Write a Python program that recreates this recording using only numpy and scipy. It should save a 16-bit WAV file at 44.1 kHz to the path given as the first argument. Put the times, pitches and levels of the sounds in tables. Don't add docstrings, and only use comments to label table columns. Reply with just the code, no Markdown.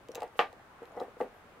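import sys
import numpy as np
from scipy import signal
from scipy.fft import rfft, irfft
from scipy.io import wavfile
from scipy.ndimage import uniform_filter1d

SR = 44100
rng = np.random.default_rng(int(sys.argv[2]) if len(sys.argv) > 2 else 0)


def unload_audio(sound):
    columns = np.transpose(np.atleast_2d(sound))
    steps = np.round(np.clip(columns, -1, 1) * 32767)
    wavfile.write(sys.argv[1], SR, steps.astype(np.int16))


def boost(x):
    u = np.asarray(x, float) / 20
    return 10 ** u


N = 70560


def curve(table, hz):
    table = np.array(table, float)
    return np.interp(np.log(hz), np.log(table[:, 0] + 1), table[:, 1])


def band(x, hz, width):
    edges = np.clip([hz - width / 2, hz + width / 2], 10, SR / 2 - 500)
    return signal.sosfilt(signal.butter(2, edges, "band", fs=SR, output="sos"), x)


def unit(x):
    return x / np.sqrt(np.mean(x ** 2))


def smooth_twice(x, first, second):
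    return uniform_filter1d(uniform_filter1d(x, first), second)


def walk(rate):
    hold = int(SR / rate)
    steps = np.repeat(rng.standard_normal(N // hold + 1), hold)
    return unit(smooth_twice(steps, hold, hold)[:N])


def decay(t, t60):
    return np.exp(-np.log(1000) * t / t60)


LONGEST_T60_S = .18
RATTLE_HZ, RATTLE_WIDTH_HZ, RATTLE_T60_S = 1824, 2750, .18


def ring(start, hz, db, t60, pan_db, push=.1, rattle_db=-200):
    t = np.arange(int(.25 * SR)) / SR
    t60 = np.clip(t60, .001, LONGEST_T60_S)[:, None]
    modes = np.sin(2 * np.pi * hz[:, None] * t) * decay(t, t60)
    sign = (-1) ** (np.arange(len(hz)) // 3)
    sides = boost(np.array([pan_db, -pan_db]) / 2)
    pair = (sign * boost(db) * sides) @ modes

    noise = rng.standard_normal((3, len(t)))
    rattle = band(noise[0] + 0.96 * noise[1:], RATTLE_HZ, RATTLE_WIDTH_HZ)
    pair = pair + boost(rattle_db) * rattle * decay(t, RATTLE_T60_S)

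    a = np.exp(-2 / push)
    pair = signal.lfilter([(1 - a) ** 2], [1, -2 * a, a * a], pair)
    out = np.zeros((2, N))
    i = int(start * SR)
    out[:, i:i + len(t)] = pair[:, :N - i]
    return out


# (frequency [Hz], level [dB per Hz])
AIR_SPECTRUM = [(45, -5), (90, -3), (220, -6), (650, -3.5), (1300, -6.5), (2500, -16.5), (5000, -30),
                (16000, -38)]
# (frequency [Hz], side minus mid [dB])
AIR_WIDTH = [(60, -12), (250, -9.5), (700, -7.5), (1300, -3), (2400, -0.5), (8000, 1), (15000, 3)]
AIR_DB, SWELL_DB, FLICKER_DB = -57.5, .4, 1.2


def air():
    f = np.maximum(np.arange(N // 2 + 1) * SR / N, 1)
    mid, side = rfft(rng.standard_normal((2, N))) * boost(curve(AIR_SPECTRUM, f))
    side = side * boost(curve(AIR_WIDTH, f))
    swell = walk(1.33)
    out = 0
    for hz in 20 * 2 ** np.arange(0, 10.1, .5):
        weight = np.clip(1 - np.abs(2 * np.log2(f / hz)), 0, 1)
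        flicker = walk(12.25) * (hz < 3000)
        sway = boost(SWELL_DB * swell + FLICKER_DB * flicker)
        out = out + sway * irfft(np.array([mid, side]) * weight, N)
    mid, side = out / np.sqrt(np.mean(out[0] ** 2)) * boost(AIR_DB)
    return np.array([mid + side, mid - side]) * boost(np.array([[.4], [-.4]]))


# (time [s], level [dB], pitch [Hz], ring [ms])
TOUCHES = [(0.086, -38, 3440, 3.9), (0.118, -37.5, 5300, 2.6), (.1765, -56, 2600, 3.3),
           (.1492, -49, 11800, 1.4), (.1545, -29.5, 11300, 0.99), (.2, -48, 6950, 3.4),
           (0.2048, -38, 2750, 7.2), (0.2203, -36, 2380, 5.6), (0.2325, -39, 7900, 1.9),
           (.278, -49.5, 4900, 2.5), (.528, -45, 4000, 4.7), (.831, -56, 9100, 2.8),
           (0.855, -46.5, 4000, 2.8), (0.92, -55, 6720, 4), (.967, -50.5, 4700, 3),
           (1.001, -45.5, 4530, 8.6), (1.012, -49, 8600, 3), (1.034, -52, 8000, 3), (1.203, -45, 2500, 2.4),
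           (1.21, -42.5, 2120, 6.5), (0.1494, -26.5, 2650, 1.2), (0.1539, -30.5, 2800, 6)]
# (ratio to pitch [1], level [dB])
STONE_OVERTONES = [(.8, 10), (1, 13.5), (1.2, 2), (1.45, -34), (1.71, -21), (2, -13), (2.4, -32),
                   (3.1, -28)]
TICK_DB, CRUNCH_DB = -29, -4
CRUNCH_REACH = 1.7


def ticks():
    ratio, db = np.array(STONE_OVERTONES, float).T
    chance = rng.standard_normal((len(TOUCHES), 3, len(ratio)))
    noise = rng.standard_normal((3, N))
    noise = noise[0] + 1.3 * noise[1:]
    out = 0
    for (start, level, hz, ms), (detune, uneven, pan) in zip(TOUCHES, chance):
        modes_hz = np.minimum(hz * ratio * (1 + .05 * detune), 15500)
        t60 = 2.5 * ms / 1000 / np.sqrt(ratio)
        out = out + ring(start, modes_hz, level + TICK_DB + db + 3 * uneven, t60, 3 * pan)

        u = np.maximum(np.arange(N) / SR - start, 0) / (0.17 * ms / 1000)
        edges = [.5 * hz, min(CRUNCH_REACH * hz, 20000)]
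        crunch = unit(signal.lfilter(*signal.butter(1, edges, "band", fs=SR), noise))
        out = out + boost(level + CRUNCH_DB) * np.sqrt(u) * np.exp(-u) * crunch
    return out


# (time [s], level [dB], contact [ms], upper modes [dB], share of the free ring time [1])
LANDINGS = [(.0865, -41.5, 1.04, 4, .9), (.0915, -46.5, 0.45, -16, 0.57), (.107, -50.5, 0.32, -7, 1),
            (.158, -42.5, 0.077, -4, 0.63), (.1745, -43, 0.1, -2.5, 1.1), (.1788, -32, 0.31, -0.5, 0.43),
            (.206, -57, 0.096, 3, .7), (.2115, -41.5, .44, 3.5, 1.5), (0.2202, -33, 0.18, 0.5, 0.59),
            (.227, -29, 0.96, 13.5, .9), (.2318, -41.5, 0.16, 2.5, 1.35), (.238, -26, 0.66, -1, 0.5),
            (.2465, -50, 0.35, 3, 1), (.2545, -47, 0.49, 2, 1.46), (.355, -51, 0.056, -6.5, 0.41),
            (.4225, -42, 0.31, 4, .9), (.429, -31.5, 0.55, 3, 1), (.53, -44.5, .4, -1, 0.82),
            (.597, -56.5, 0.57, 15.5, 0.97), (.8187, -34.5, 0.94, 0, 1.5), (.830, -40.5, 0.24, -6, 0.5),
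            (.907, -55, 0.18, 1, .9), (.9195, -43, 0.7, 0, 0.82), (.9678, -29, 0.67, -3, 0.74),
            (.9725, -34, 0.41, 5, 1.1), (.9765, -36.5, 0.55, -0.5, 2.1), (.982, -28, 0.84, 0, 0.58),
            (1.0035, -26.5, 0.51, 5, 0.61), (1.009, -27.5, 0.54, -1, 0.33),
            (1.0145, -22.5, 0.54, -0.5, 0.72), (1.031, -50, 0.74, 7, 1.2), (1.081, -44.5, 0.42, -5.5, 0.75),
            (1.168, -32, 1.3, -1.5, 0.77), (1.203, -18.5, 0.57, 2.5, 0.38), (1.2075, -20.5, 0.67, 9, 0.54),
            (1.2135, -21.5, 0.63, -5, 0.93), (1.2232, -35.5, 0.36, -3, 1.7),
            (1.2308, -23, 1.08, -0.5, 0.52), (1.2495, -35.5, 1.1, -9.5, 0.69)]
# (frequency [Hz], level [dB], t60 [s], left minus right [dB])
TABLE_MODES = [(209, -16.5, 0.11, -0.5), (248.4, -20.5, 0.14, 1), (380, -8, 0.071, -5.5),
               (460, -3.5, 0.027, -8), (477, 0.5, 0.055, 1.5), (504.2, 0, 0.11, 4.5),
               (616, -9.5, 0.041, -12.5), (752, 5, 0.053, 0.5), (788.6, 4.5, 0.078, 3),
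               (887.4, 3, 0.051, 3), (1080, -1.5, 0.013, 3.5), (1185, -4.5, 0.085, 9),
               (1462, -10, 0.049, 14.5), (1982, -1.5, 0.032, 6)]
KNOCK_DB, PLACE_DB, RATTLE_DB = -7, 2.5, -3.5
SPLIT_HZ = 668


def knocks():
    hz, db, t60, pan = np.array(TABLE_MODES, float).T
    places = rng.standard_normal((len(LANDINGS), len(hz)))
    upward = np.tanh((hz - SPLIT_HZ) / 100)
    out = 0
    for (start, level, ms, upper, free), place in zip(LANDINGS, places):
        modes_db = db + KNOCK_DB + level + PLACE_DB * place + upper * upward
        push = max(ms, .02) * SR / 1000
        out = out + ring(start, hz, modes_db, t60 * free, pan, push, level + RATTLE_DB)
    return out


ROOM_DB, ROOM_T60_S, ROOM_TREBLE_T60_S, ROOM_HZ = -10.5, 0.13, 0.068, 2500
ROOM_LIKE, ROOM_RISE_S = .88, .003


def room(x):
    t = np.arange(int(.4 * SR)) / SR
    shared, apart = rng.standard_normal((2, len(t)))
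    echoes = np.sqrt(1 + ROOM_LIKE) * shared + np.sqrt(1 - ROOM_LIKE) * apart * np.array([[1], [-1]])
    low = signal.lfilter(*signal.butter(1, ROOM_HZ, fs=SR), echoes)
    tail = low * decay(t, ROOM_T60_S) + (echoes - low) * decay(t, ROOM_TREBLE_T60_S)
    tail = tail * (1 - np.exp(-t / ROOM_RISE_S))
    tail = tail * boost(ROOM_DB) / np.sqrt(np.sum(tail[0] ** 2))
    return signal.fftconvolve(x.mean(axis=0)[None], tail, axes=1)[:, :N]


# (start [s], end [s], level [dB])
DRAGS = [
    (0.113, 0.28, -50),
    (0.5, 0.637, -79),
    (0.845, 1.138, -55),
    (1.18, 1.407, -59),
]
SLIDE_HZ, SLIDE_WIDTH_HZ = 635, 480
BUMPS_PER_S, BUMP_SCATTER_DB = 600, 2.5


def slides():
    t = np.arange(N) / SR
    hits = rng.random(N) < BUMPS_PER_S / SR
    bumps = hits * rng.standard_normal(N) * boost(BUMP_SCATTER_DB * rng.exponential(1, N))
    shape = 0
    for start, end, db in DRAGS:
        shape = shape + boost(db) * np.sin(np.pi * np.clip((t - start) / (end - start), 0, 1))
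    return shape * unit(band(bumps, SLIDE_HZ, SLIDE_WIDTH_HZ)) * boost(np.array([[1.], [-1.]]))


# (time [s], level [dB], pitch [Hz], t60 [ms])
CLEAR_RINGS = [(.1492, -46, 3800, 4.2), (0.1487, -41, 4800, 5), (0.1498, -46, 7500, 4.7),
               (.1492, -49, 11640, 5.3), (.1492, -50, 15000, 3), (.1545, -38, 3860, 7.5),
               (.1545, -41.5, 6400, 6.3), (0.155, -36.5, 7370, 5.9), (.1545, -40, 11940, 5.8),
               (.1545, -47, 14800, 3.7), (0.2193, -40, 2500, 8.5), (0.2306, -44.5, 2800, 11),
               (0.2305, -50, 4800, 9.4), (.2315, -51.5, 9290, 5), (.9195, -65.5, 6900, 18),
               (.967, -64, 5330, 15), (.9997, -53, 3300, 18), (0.9991, -45.5, 3950, 16),
               (1.0007, -54, 5220, 20), (.9997, -63, 6800, 18), (1.035, -60, 3420, 15),
               (1.2129, -33.5, 1930, 12), (1.2116, -44.5, 2650, 17)]


def pings():
    pans = 5 * rng.standard_normal((len(CLEAR_RINGS), 1))
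    out = 0
    for (start, db, hz, ms), pan in zip(CLEAR_RINGS, pans):
        out = out + ring(start, np.array([hz]), db, np.array([ms / 1000]), pan)
    return out


CHIRP_LEN_S, CHIRP_HZ, CHIRP_WIDTH_HZ = .07, 11550, 350
CHIRP_TIMES = [.33, .83, 1.335]
CHIRP_LEVELS = [-80, -82, -79]


def insect():
    t = np.arange(N) / SR
    gate = 0
    for start, db in zip(CHIRP_TIMES, CHIRP_LEVELS):
        to_edge = np.minimum(t - start, start + CHIRP_LEN_S - t)
        gate = gate + boost(db) * np.clip(to_edge / 0.006, 0, 1)
    return gate * unit(band(rng.standard_normal((2, N)), CHIRP_HZ, CHIRP_WIDTH_HZ))


# (frequency [Hz], level [dB], t60 [s], left minus right [dB])
CLACK_MODES = [(244, -31, 0.044, 4), (476, -2.5, 0.061, -1), (721, -2.5, 0.067, 6), (838, 2.5, 0.059, 1),
               (1103, 1.5, 0.019, 7), (1191, -5, 0.22, 2), (1512, -24, 0.32, 21.5), (1729, -16, 0.27, 5),
               (1915, -7.5, 0.079, 8), (2268, -15, 0.099, -21), (2650, -10, 0.069, 7), (2654, -12, 0.13, 4),
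               (3120, 15.5, 0.0049, -5), (509, -16, .17, 10)]
CLACK_S, CLACK_DB, CLACK_RATTLE_DB = .3918, -19.5, -15.5
SPRAY_DB, SPRAY_T60_S, SPRAY_HZ = -47.5, 0.092, 4000


def clack():
    hz, db, t60, pan = np.array(CLACK_MODES, float).T
    strike = ring(CLACK_S, hz, db + CLACK_DB, t60, pan, 6.6, CLACK_RATTLE_DB)
    u = np.arange(N) / SR - CLACK_S
    hiss = band(rng.standard_normal((2, N)), 9500, 13000)
    hiss = signal.lfilter(*signal.butter(1, SPRAY_HZ, fs=SR), hiss)
    shape = np.clip(u / 0.0022, 0, 1) * decay(np.abs(u), SPRAY_T60_S)
    return strike + boost(SPRAY_DB) * unit(hiss) * shape


LOW_CUT_HZ, TICK_ROOM_DB = 170, -0.5


def scene():
    low_cut = signal.butter(4, LOW_CUT_HZ, "high", fs=SR, output="sos")
    wood = signal.sosfilt(low_cut, knocks() + slides() + clack())
    small = ticks() + pings()
    return air() + wood + small + room(wood + boost(TICK_ROOM_DB) * small) + insect()


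def roll_off(x):
    return signal.sosfilt(signal.butter(12, 16530, fs=SR, output="sos"), x)


HAZE_DB, HAZE_S, HAZE_LOW_HZ = -35.5, 0.041, 2960
TOP_HZ = 15700


def record(dry):
    k = int(HAZE_S * SR)
    loud = np.sqrt(np.abs(smooth_twice(np.mean(dry ** 2, axis=0), k, k // 2)))
    hiss = band(rng.standard_normal((2, N)), 8000 + HAZE_LOW_HZ / 2, 16000 - HAZE_LOW_HZ)
    haze = boost(HAZE_DB) * loud * unit(hiss)
    top_cut = signal.ellip(6, .3, 25, TOP_HZ, fs=SR, output="sos")
    mix = signal.sosfilt(top_cut, dry + haze)
    return roll_off(mix)


dry = scene()
out = record(dry)
unload_audio(out)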